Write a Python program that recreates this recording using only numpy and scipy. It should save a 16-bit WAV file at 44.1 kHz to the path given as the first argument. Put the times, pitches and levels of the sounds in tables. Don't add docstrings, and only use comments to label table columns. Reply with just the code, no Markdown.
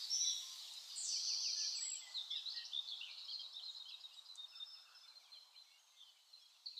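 import sys
import numpy as np
from scipy import signal
from scipy.io import wavfile
from scipy.ndimage import uniform_filter1d

SR = 44100
rng = np.random.default_rng(int(sys.argv[2]) if len(sys.argv) > 2 else 0)


def transcribe(u):
    v = np.clip(np.atleast_2d(u).T, -1, 1)
    q = np.round(v * 32767).astype(np.int16)
    wavfile.write(sys.argv[1], SR, q)


N = 299439


def warbler():
    # start_s, length_s, start_hz, end_hz, level_db
    slurs = [(2.092, 0.032, 4150, 5020, -59.5), (2.136, 0.075, 4474, 3467, -45),
             (2.306, 0.024, 5470, 5160, -54.5), (2.356, 0.034, 5040, 5000, -56),
             (2.301, 0.034, 3397, 3497, -44), (2.449, 0.051, 3790, 4320, -46),
             (2.501, 0.016, 4330, 4730, -48), (2.562, 0.031, 4810, 3950, -46.5),
             (2.718, .014, 3050, 3360, -55), (2.909, 0.032, 3494, 3316, -47.5),
             (3.002, 0.05, 2704, 3226, -51), (3.007, 0.019, 3970, 3560, -52.5),
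             (3.081, 0.028, 2480, 2315, -63), (3.313, 0.06, 4566, 4092, -49),
             (3.526, 0.015, 5230, 5450, -57.5), (3.616, 0.085, 4140, 4117, -53),
             (3.74, 0.053, 3995, 4193, -52.5), (6.657, 0.019, 4860, 4035, -45)]
    # start_s, level_db
    flicks = [(2.825, -66.5), (2.965, -63), (3.107, -61), (3.247, -57.5)]
    # length_s, start_hz, middle_hz, end_hz
    flick_shape = (0.015, 5100, 5000, 3200)
    # start_s, length_s, top_hz, level_db
    arches = [(2.332, 0.058, 3965, -46), (3.539, 0.069, 4010, -52.5), (3.852, 0.068, 3453, -57.5)]
    # start_s, length_s, start_hz, end_hz, level_db, swing_rate_hz
    buzz_notes = [(2.542, 0.12, 2925, 2867, -61.5, 49), (2.635, 0.031, 4185, 5970, -53, 112),
                  (2.867, 0.035, 4145, 4160, -48, 86), (3.053, 0.04, 2950, 2520, -59.5, 146),
                  (3.276, 0.039, 4020, 4500, -50, 97), (3.307, 0.055, 4660, 4360, -54.5, 150),
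                  (5.952, 0.097, 3660, 3185, -65.5, 53), (6.762, 0.029, 4075, 3870, -50, 106)]
    # start_s, pitch_hz, level_db
    couplets = [(3.214, 3910, -54.5), (3.43, 3980, -49.5), (3.679, 3800, -54.5), (3.797, 3800, -55.5),
                (3.918, 3890, -53.5), (4.036, 3848, -54.5), (4.164, 3830, -58), (4.286, 4040, -55)]
    # delay_s, gain_db
    trunk_echoes = [(.019, -8.5), (0.041, -16.5)]
    notes = [slur(*row) for row in slurs] + stutter() + [(s, *flick_shape, db) for s, db in flicks]
    pure = whistles(notes, waver=.021, taper=.5)
    for s, length_s, top_hz, db in arches:
        add(pure, s, gain_of(db) * arch(length_s, top_hz))
    buzz = buzzes([buzzy(*row) for row in buzz_notes], throb=1, unevenness=.15, taper=.6)
    buzz += buzzes([rasp(s, db) for s, _, db in couplets], throb=0, unevenness=.23, taper=.93)
    clear_s, drop_hz = .032, 211
    clear_notes = [slur(s, clear_s, hz + drop_hz / 2, hz - drop_hz / 2, db) for s, hz, db in couplets]
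    clear = whistles(clear_notes, waver=.016)
    song = (trees(pure, direct_db=-1, leaves_db=-4, wood_db=-8.5, leaves_t60_s=.17)
            + trees(buzz, direct_db=-4, leaves_db=-1.5, wood_db=-10, leaves_t60_s=.1)
            + trees(clear, direct_db=-.5, leaves_db=-5, wood_db=-12, leaves_t60_s=.14))
    for delay_s, db in trunk_echoes:
        add(song, delay_s, gain_of(db) * pure)
    return song + purr()


def arch(length_s, top_hz, rise_share=.68, fall_db=-5):
    rise_s = length_s * rise_share
    _, up_hz = contour(rise_s, *sag(.88 * top_hz, top_hz))
    _, down_hz = contour(length_s - rise_s, *sag(top_hz, .72 * top_hz))
    fade_db = np.concatenate([np.zeros(len(up_hz)), np.linspace(0, fall_db, len(down_hz))])
    return syrinx(np.concatenate([up_hz, down_hz]), gain_of(fade_db), taper=.21)


def stutter(start_s=2.497, step_s=.0203, count=4, first_db=-55, growth_db_per_s=49.5):
    # length_s, start_hz, middle_hz, end_hz
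    chip_shape = (0.012, 5330, 4950, 4400)
    return [(start_s + t, *chip_shape, first_db + growth_db_per_s * t) for t in step_s * np.arange(count)]


def purr(start_s=2.7305, step_s=.0141, count=5, first_db=-44, growth_db_per_s=78.5, climb_per_s=.9):
    # length_s, start_hz, middle_hz, end_hz
    chip_shape = (.012, 3280, 3480, 3680)
    length_s, *pitches_hz = chip_shape
    chips = []
    for t in step_s * np.arange(count):
        raised_hz = np.multiply(pitches_hz, 1 + climb_per_s * t)
        chips.append((start_s + t, length_s, *raised_hz, first_db + growth_db_per_s * t))
    song = whistles(chips, waver=.015, taper=1)
    return trees(song, direct_db=0, leaves_db=-8.5, wood_db=-11, leaves_t60_s=.12)


def rasp(note_s, note_db, lead_s=.046, length_s=.037, swing_hz=630, swing_rate_hz=160):
    pitches_hz = 4050, 4550, 3900
    return note_s - lead_s, length_s, *pitches_hz, note_db - 7, swing_hz, swing_rate_hz


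def canopy_birds():
    # start_s, length_s, pitch_hz, level_db
    held_notes = [(0.098, 0.062, 5465, -39), (.19, 0.093, 5456, -45.5), (.203, 0.079, 3970, -40),
                  (.3, 0.086, 3863, -49.5), (.63, 0.11, 3730, -58.5), (0.702, 0.093, 3954, -56),
                  (0.954, 0.075, 4456, -53.5), (1.745, 0.18, 7740, -45.5), (1.852, 0.12, 7670, -46)]
    # start_s, length_s, start_hz, middle_hz, end_hz, level_db, swing_hz, swing_rate_hz
    quaver = (0.1, 0.2556, 5902.5, 5828, 5649.5, -40.5, 150, 139.5)
    # start_s, length_s, start_hz, end_hz, level_db, swing_rate_hz
    buzz_notes = [(0, 0.058, 4700, 4680, -48, 102), (0.232, 0.1, 3762, 3512, -45.5, 99),
                  (0.849, .2, 4550, 4650, -55.5, 98), (0.945, 0.14, 7600, 7410, -47.5, 106),
                  (1.025, .05, 6610, 5580, -48.5, 110), (1.04, 0.87, 4480, 4536, -47, 74),
                  (2.935, 0.064, 4160, 3317, -54.5, 76), (3.058, .11, 3720, 4340, -56.5, 80),
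                  (3.168, 0.05, 4200, 3944, -51, 61), (3.683, 0.056, 7000, 6580, -71.5, 76),
                  (4.121, 0.081, 7620, 7620, -74, 78)]
    pure = whistles([held(*row) for row in held_notes], waver=.005, taper=.3)
    pure += buzzes([quaver], throb=0, unevenness=.3, taper=.5)
    buzz = buzzes([buzzy(*row) for row in buzz_notes] + trill(), throb=.35, unevenness=.2, taper=.45)
    return (trees(pure, direct_db=-3.5, leaves_db=-5, wood_db=-11, leaves_t60_s=.25)
            + trees(buzz, direct_db=-5, leaves_db=-2.5, wood_db=-7, leaves_t60_s=.22))


def trill(start_s=1.056, step_s=.164, count=4, first_db=-42.5, fade_db_per_s=1.6):
    # length_s, start_hz, middle_hz, end_hz
    surge_shape = (.15, 5350, 5280, 4700)
    swing_hz, swing_rate_hz = 843, 57
    return [(start_s + t, *surge_shape, first_db - fade_db_per_s * t, swing_hz, swing_rate_hz)
            for t in step_s * np.arange(count)]


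def clear_singer():
    # start_s, length_s, start_hz, end_hz, level_db
    slurs = [(3.279, 0.023, 3130, 3360, -52.5), (3.309, 0.023, 3430, 3030, -52),
             (3.39, .039, 3270, 3154, -52)]
    song = whistles([slur(*row) for row in slurs], waver=.004, taper=.35)
    return trees(song, direct_db=0, leaves_db=-18.5, wood_db=-20.5, leaves_t60_s=.1)


def pipers(shimmer_hz=63, shimmer_rate_hz=260):
    # start_s, length_s, pitch_hz, level_db
    piping_notes = [(4.365, 0.1, 3695, -53), (4.54, 0.034, 3630, -61.5), (4.593, 0.054, 3638, -52)]
    thin_notes = [(4.472, 0.072, 5240, -67.5), (4.548, 0.048, 5260, -59), (4.648, 0.12, 5250, -60),
                  (4.74, 0.1, 5195, -64), (4.944, 0.048, 5240, -64), (5.002, 0.057, 5210, -65)]
    song = whistles([held(*row) for row in piping_notes], waver=.008, taper=.6)
    shimmering = [(*held(*row), shimmer_hz, shimmer_rate_hz) for row in thin_notes]
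    song += buzzes(shimmering, throb=0, unevenness=.02, taper=.4)
    return trees(song, direct_db=-.5, leaves_db=-6, wood_db=-11, leaves_t60_s=.2)


def chinker():
    # start_s, level_db
    chinks = [(5.076, -57.5), (5.154, -59.5), (5.316, -56.5), (5.357, -59), (5.404, -62.5), (5.558, -59.5),
              (5.593, -58.5), (6.328, -55)]
    # length_s, start_hz, middle_hz, end_hz
    chink_shape = (.036, 4210, 4110, 4070)
    song = whistles([(s, *chink_shape, db) for s, db in chinks], waver=.014, taper=.25)
    return trees(song, direct_db=-2, leaves_db=-5.5, wood_db=-13, leaves_t60_s=.17)


def ticks(length_s=.0031, half_span_hz=1700):
    # start_s, level_db, centre_hz
    sweeps = [(0.737, -58.5, 7540), (4.355, -59.5, 7190)]
    out = np.zeros(N)
    for s, db, centre_hz in sweeps:
        _, hz = contour(length_s, centre_hz + half_span_hz, centre_hz, centre_hz - half_span_hz)
        add(out, s, gain_of(db) * syrinx(hz))
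    return trees(out, direct_db=6, leaves_db=-.5, wood_db=-16, leaves_t60_s=.059)


def distant_birds(twitter_s=.042, twitter_end_ratio=.86):
    # start_s, length_s, start_hz, end_hz, level_db
    slurs = [(0.133, 0.059, 3590, 2940, -61.5), (.195, 0.086, 2876, 1966, -68.5),
             (0.647, 0.044, 3490, 2700, -65.5), (0.89, 0.023, 3240, 2880, -65),
             (1.15, 0.09, 3020, 3520, -60), (1.34, 0.08, 2950, 3620, -62.5),
             (1.483, 0.057, 3330, 3150, -61.5), (1.611, .06, 2880, 3410, -63),
             (1.807, 0.026, 1770, 2120, -65.5), (1.832, 0.029, 2980, 3410, -60.5),
             (1.938, 0.055, 3500, 2890, -60), (2.005, .12, 2117, 1978, -65.5),
             (1.988, 0.095, 3670, 3090, -61), (2.335, 0.082, 2030, 1625, -74),
             (2.333, 0.078, 2930, 2616, -64.5), (4.11, 0.055, 2775, 3190, -71),
             (5.029, 0.035, 3480, 3650, -64.5), (5.225, 0.05, 3950, 3120, -69.5),
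             (5.329, 0.05, 3650, 3026, -62.5), (5.542, 0.058, 2880, 3800, -69),
             (5.698, 0.12, 2665, 3150, -75.5), (5.755, 0.31, 6630, 6180, -77.5),
             (6.041, 0.073, 3230, 2970, -67.5), (6.387, 0.049, 5050, 5680, -71.5),
             (6.395, 0.076, 3470, 3236, -70)]
    # start_s, level_db
    falls = [(1.086, -64.5), (1.252, -60.5), (1.41, -59), (1.561, -61.5), (1.705, -62.5), (1.866, -62)]
    # length_s, start_hz, middle_hz, end_hz
    fall_shape = (0.099, 3750, 2760, 2310)
    # start_s, length_s, pitch_hz, level_db
    low_notes = [(0.418, 0.17, 1057, -75), (1.554, 0.13, 1734, -71), (1.85, 0.043, 2140, -67),
                 (2.308, 0.055, 2155, -71.5), (2.54, .1, 1894, -63.5), (5.656, 0.13, 2220, -81),
                 (5.918, 0.086, 2110, -85.5)]
    # start_s, start_hz, level_db
    twitter_notes = [(3.917, 2930, -69.5), (4.515, 2943, -69.5), (4.739, 2946, -74.5), (4.85, 2950, -72),
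                     (4.92, 2980, -74.5), (5.035, 2480, -80.5), (5.105, 2540, -77.5), (5.195, 2500, -79),
                     (5.268, 2576, -74.5), (5.35, 2530, -80), (5.525, 2640, -75), (6.15, 2465, -84),
                     (6.53, 3030, -77)]
    glide_rows = [slur(*row) for row in slurs] + [(s, *fall_shape, db) for s, db in falls]
    glides = whistles(glide_rows, waver=.011, taper=.3)
    out = trees(glides, direct_db=-2.3, leaves_db=-5.5, wood_db=-9.5, leaves_t60_s=.11)
    low = whistles([held(*row) for row in low_notes], waver=.013, taper=.22)
    twitter_rows = [slur(s, twitter_s, hz, twitter_end_ratio * hz, db) for s, hz, db in twitter_notes]
    twitter = whistles(twitter_rows, waver=.016, taper=.45)
    out += trees(low, direct_db=1.5, leaves_db=-12, wood_db=-19, leaves_t60_s=.12)
    return out + trees(twitter, direct_db=-2, leaves_db=-5, wood_db=-10, leaves_t60_s=.12)


def far_chorus(chirps_db=-71, count=260):
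    # time_s, level_db
    chorus_level = [(0, -54), (.45, -54.5), (.8, -55), (1.6, -55.5), (2.05, -61), (3, -64.5), (4.3, -70),
                    (5, -71.5), (6.2, -74), (6.79, -70.5)]
    # frequency_hz, density_db
    spectrum = [(1500, -43.5), (2500, -20.5), (3300, -4.5), (4100, 2), (5000, -4), (5800, -5.5),
                (6800, -12), (8000, -19), (9500, -42.5)]
    when, length, pitch, glide, bend, size = rng.random((count, 6)).T
    length_s = .029 + .036 * length
    middle_hz = 2450 * 1.85 ** pitch
    start_hz, end_hz = middle_hz * (.95 + .2 * glide), middle_hz * (1.05 - .37 * bend)
    relative_db = 6 * size + .5 * at_hz(spectrum, middle_hz)
    rows = np.transpose([when * N / SR, length_s, start_hz, middle_hz, end_hz, relative_db])
    chirps = trees(whistles(rows, waver=.0099), direct_db=-3, leaves_db=-3.5, wood_db=-7, leaves_t60_s=.072)
    gain = gain_curve(chorus_level)
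    voices = gain_of(chirps_db) * unit_rms(np.sqrt(gain) * chirps)
    return voices + gain * wash(spectrum, patchy_db=3.4)


def air():
    # time_s, level_db
    rush_level = [(0, -75), (1, -73.5), (2.5, -74.5), (3.3, -75), (4.2, -77.5), (5.1, -76.5), (5.35, -79),
                  (6, -83), (6.79, -84.5)]
    swell_level = [(4, -110), (4.58, -77.5), (4.72, -85.5), (4.9, -71.5), (5.1, -81), (5.3, -106)]
    hiss_level = [(0, -62.5), (.4, -62.5), (1.2, -68.5), (2.76, -76.5), (4.5, -77.5), (6.79, -79)]
    # frequency_hz, density_db
    rush_spectrum = [(140, -44), (210, -31.5), (300, -17.5), (420, -14), (600, -4.5), (800, 1.5), (1050, 3),
                     (1400, -0.5), (2000, -11), (6000, -39)]
    swell_spectrum = [(700, -33.5), (1100, -2.5), (1350, 10), (1600, 1.5), (2000, -36.5)]
    hiss_spectrum = [(1000, -20), (2000, 6.5), (4000, 1), (7500, 9.5), (9000, 4.5), (10500, 1), (12500, 2),
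                     (15000, -4.5)]
    rush = gain_curve(rush_level) * wash(rush_spectrum, patchy_db=2)
    swell = gain_curve(swell_level) * wash(swell_spectrum, patchy_db=3)
    hiss = gain_curve(hiss_level) * wash(hiss_spectrum, patchy_db=.9)
    return rush + swell + hiss


def syrinx(hz, envelope=1, taper=.2, flutter_db=2):
    swell = signal.windows.tukey(len(hz), taper)
    flow = swell * gain_of(flutter_db * wander(np.arange(len(hz)) / SR, 110))
    return unit_rms(envelope * flow * np.sin(2 * np.pi * np.cumsum(hz) / SR))


def whistles(rows, waver, taper=.2):
    out = np.zeros(N)
    for s, length_s, start_hz, middle_hz, end_hz, db in rows:
        t, hz = contour(length_s, start_hz, middle_hz, end_hz)
        add(out, s, gain_of(db) * syrinx(hz * (1 + waver * wander(t, 220)), taper=taper))
    return out


def buzzes(rows, throb, unevenness, taper):
    out = np.zeros(N)
    for s, length_s, start_hz, middle_hz, end_hz, db, swing_hz, swing_rate_hz in rows:
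        t, hz = contour(length_s, start_hz, middle_hz, end_hz)
        phase = 2 * np.pi * np.cumsum(swing_rate_hz * (1 + unevenness * wander(t, 60))) / SR
        note = syrinx(hz + swing_hz * np.sin(phase), np.exp(throb * np.cos(phase)), taper)
        add(out, s, gain_of(db) * note)
    return out


def held(s, length_s, hz, db, scoop_hz=15, droop_hz=44.2):
    return s, length_s, hz - scoop_hz, hz, hz - droop_hz, db


def slur(s, length_s, start_hz, end_hz, db):
    return s, length_s, *sag(start_hz, end_hz), db


def buzzy(s, length_s, start_hz, end_hz, db, swing_rate_hz, lift_share=.015, swing_share=.078):
    middle_hz = (start_hz + end_hz) / 2 * (1 + lift_share)
    return s, length_s, start_hz, middle_hz, end_hz, db, swing_share * middle_hz, swing_rate_hz


def sag(start_hz, end_hz, range_share=.13):
    return start_hz, (start_hz + end_hz) / 2 - range_share * abs(end_hz - start_hz), end_hz


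def contour(length_s, start_hz, middle_hz, end_hz):
    t = np.arange(max(int(length_s * SR), 64)) / SR
    parabola = np.polyfit([0, .5, 1], [start_hz, middle_hz, end_hz], 2)
    return t, np.polyval(parabola, t / t[-1])


def trees(x, direct_db, leaves_db, wood_db, leaves_t60_s, echoes_per_s=2500, wood_rise_s=.043):
    # frequency_hz, t60_s
    wood_decay = [(2000, 0.7), (3500, 0.85), (5500, 0.73), (8000, 0.57)]
    t = np.arange(SR) / SR
    leaves, wood = rng.standard_normal((2, SR)) * (rng.random((2, SR)) < echoes_per_s / SR)
    leaves *= gain_of(-60 * t / leaves_t60_s) * (t > .002)
    hz, frame_s, bins = signal.stft(wood * (1 - np.exp(-t / wood_rise_s)), SR, nperseg=256)
    bins *= gain_of(-60 * frame_s / at_hz(wood_decay, hz)[:, None])
    wood = signal.istft(bins, SR, nperseg=256)[1][:SR]
    echoes = gain_of(leaves_db) * leaves / np.linalg.norm(leaves)
    echoes += gain_of(wood_db) * wood / np.linalg.norm(wood)
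    return gain_of(direct_db) * x + signal.fftconvolve(x, echoes)[:N]


def wash(spectrum, patchy_db):
    hz = np.fft.rfftfreq(1024, 1 / SR)
    real, imag, patches = rng.standard_normal((3, N // 256 + 5, len(hz)))
    patches = uniform_filter1d(patches, size=14, axis=0)
    patches = unit_rms(uniform_filter1d(patches, size=8, axis=1))
    bins = (real + 1j * imag) * gain_of(at_hz(spectrum, hz) + patchy_db * patches)
    return unit_rms(signal.istft(bins.T, nperseg=1024, noverlap=768)[1][:N])


def wander(t, max_hz):
    speed, phase = rng.random((2, 12, 1))
    return np.sin(2 * np.pi * (max_hz * speed * t + phase)).sum(0) / np.sqrt(len(speed) / 2)


def gain_of(db):
    return 10 ** (np.asarray(db) / 20)


def gain_curve(points):
    return gain_of(np.interp(np.arange(N) / SR, *np.transpose(points)))


def unit_rms(x):
    return x / np.sqrt(np.mean(x ** 2) + 1e-20)


def at_hz(points, hz):
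    table_hz, values = np.transpose(points)
    return np.interp(np.log(hz + 1), np.log(table_hz), values)


def add(mix, start_s, sound):
    part = mix[max(round(start_s * SR), 0):][:len(sound)]
    part += sound[:len(part)]


def scene():
    birds = ticks() + canopy_birds() + warbler() + clear_singer() + pipers() + chinker()
    return (birds + distant_birds() + far_chorus() + air())[None]


def record(dry, bass_cut_hz=170, band_limit_hz=15500):
    thin = signal.sosfilt(signal.butter(2, bass_cut_hz, "highpass", fs=SR, output="sos"), dry)
    lowpass = signal.firwin(511, band_limit_hz, window=("kaiser", 9), fs=SR)
    return signal.oaconvolve(thin, lowpass[None], "same")


dry = scene()
out = record(dry)
transcribe(out)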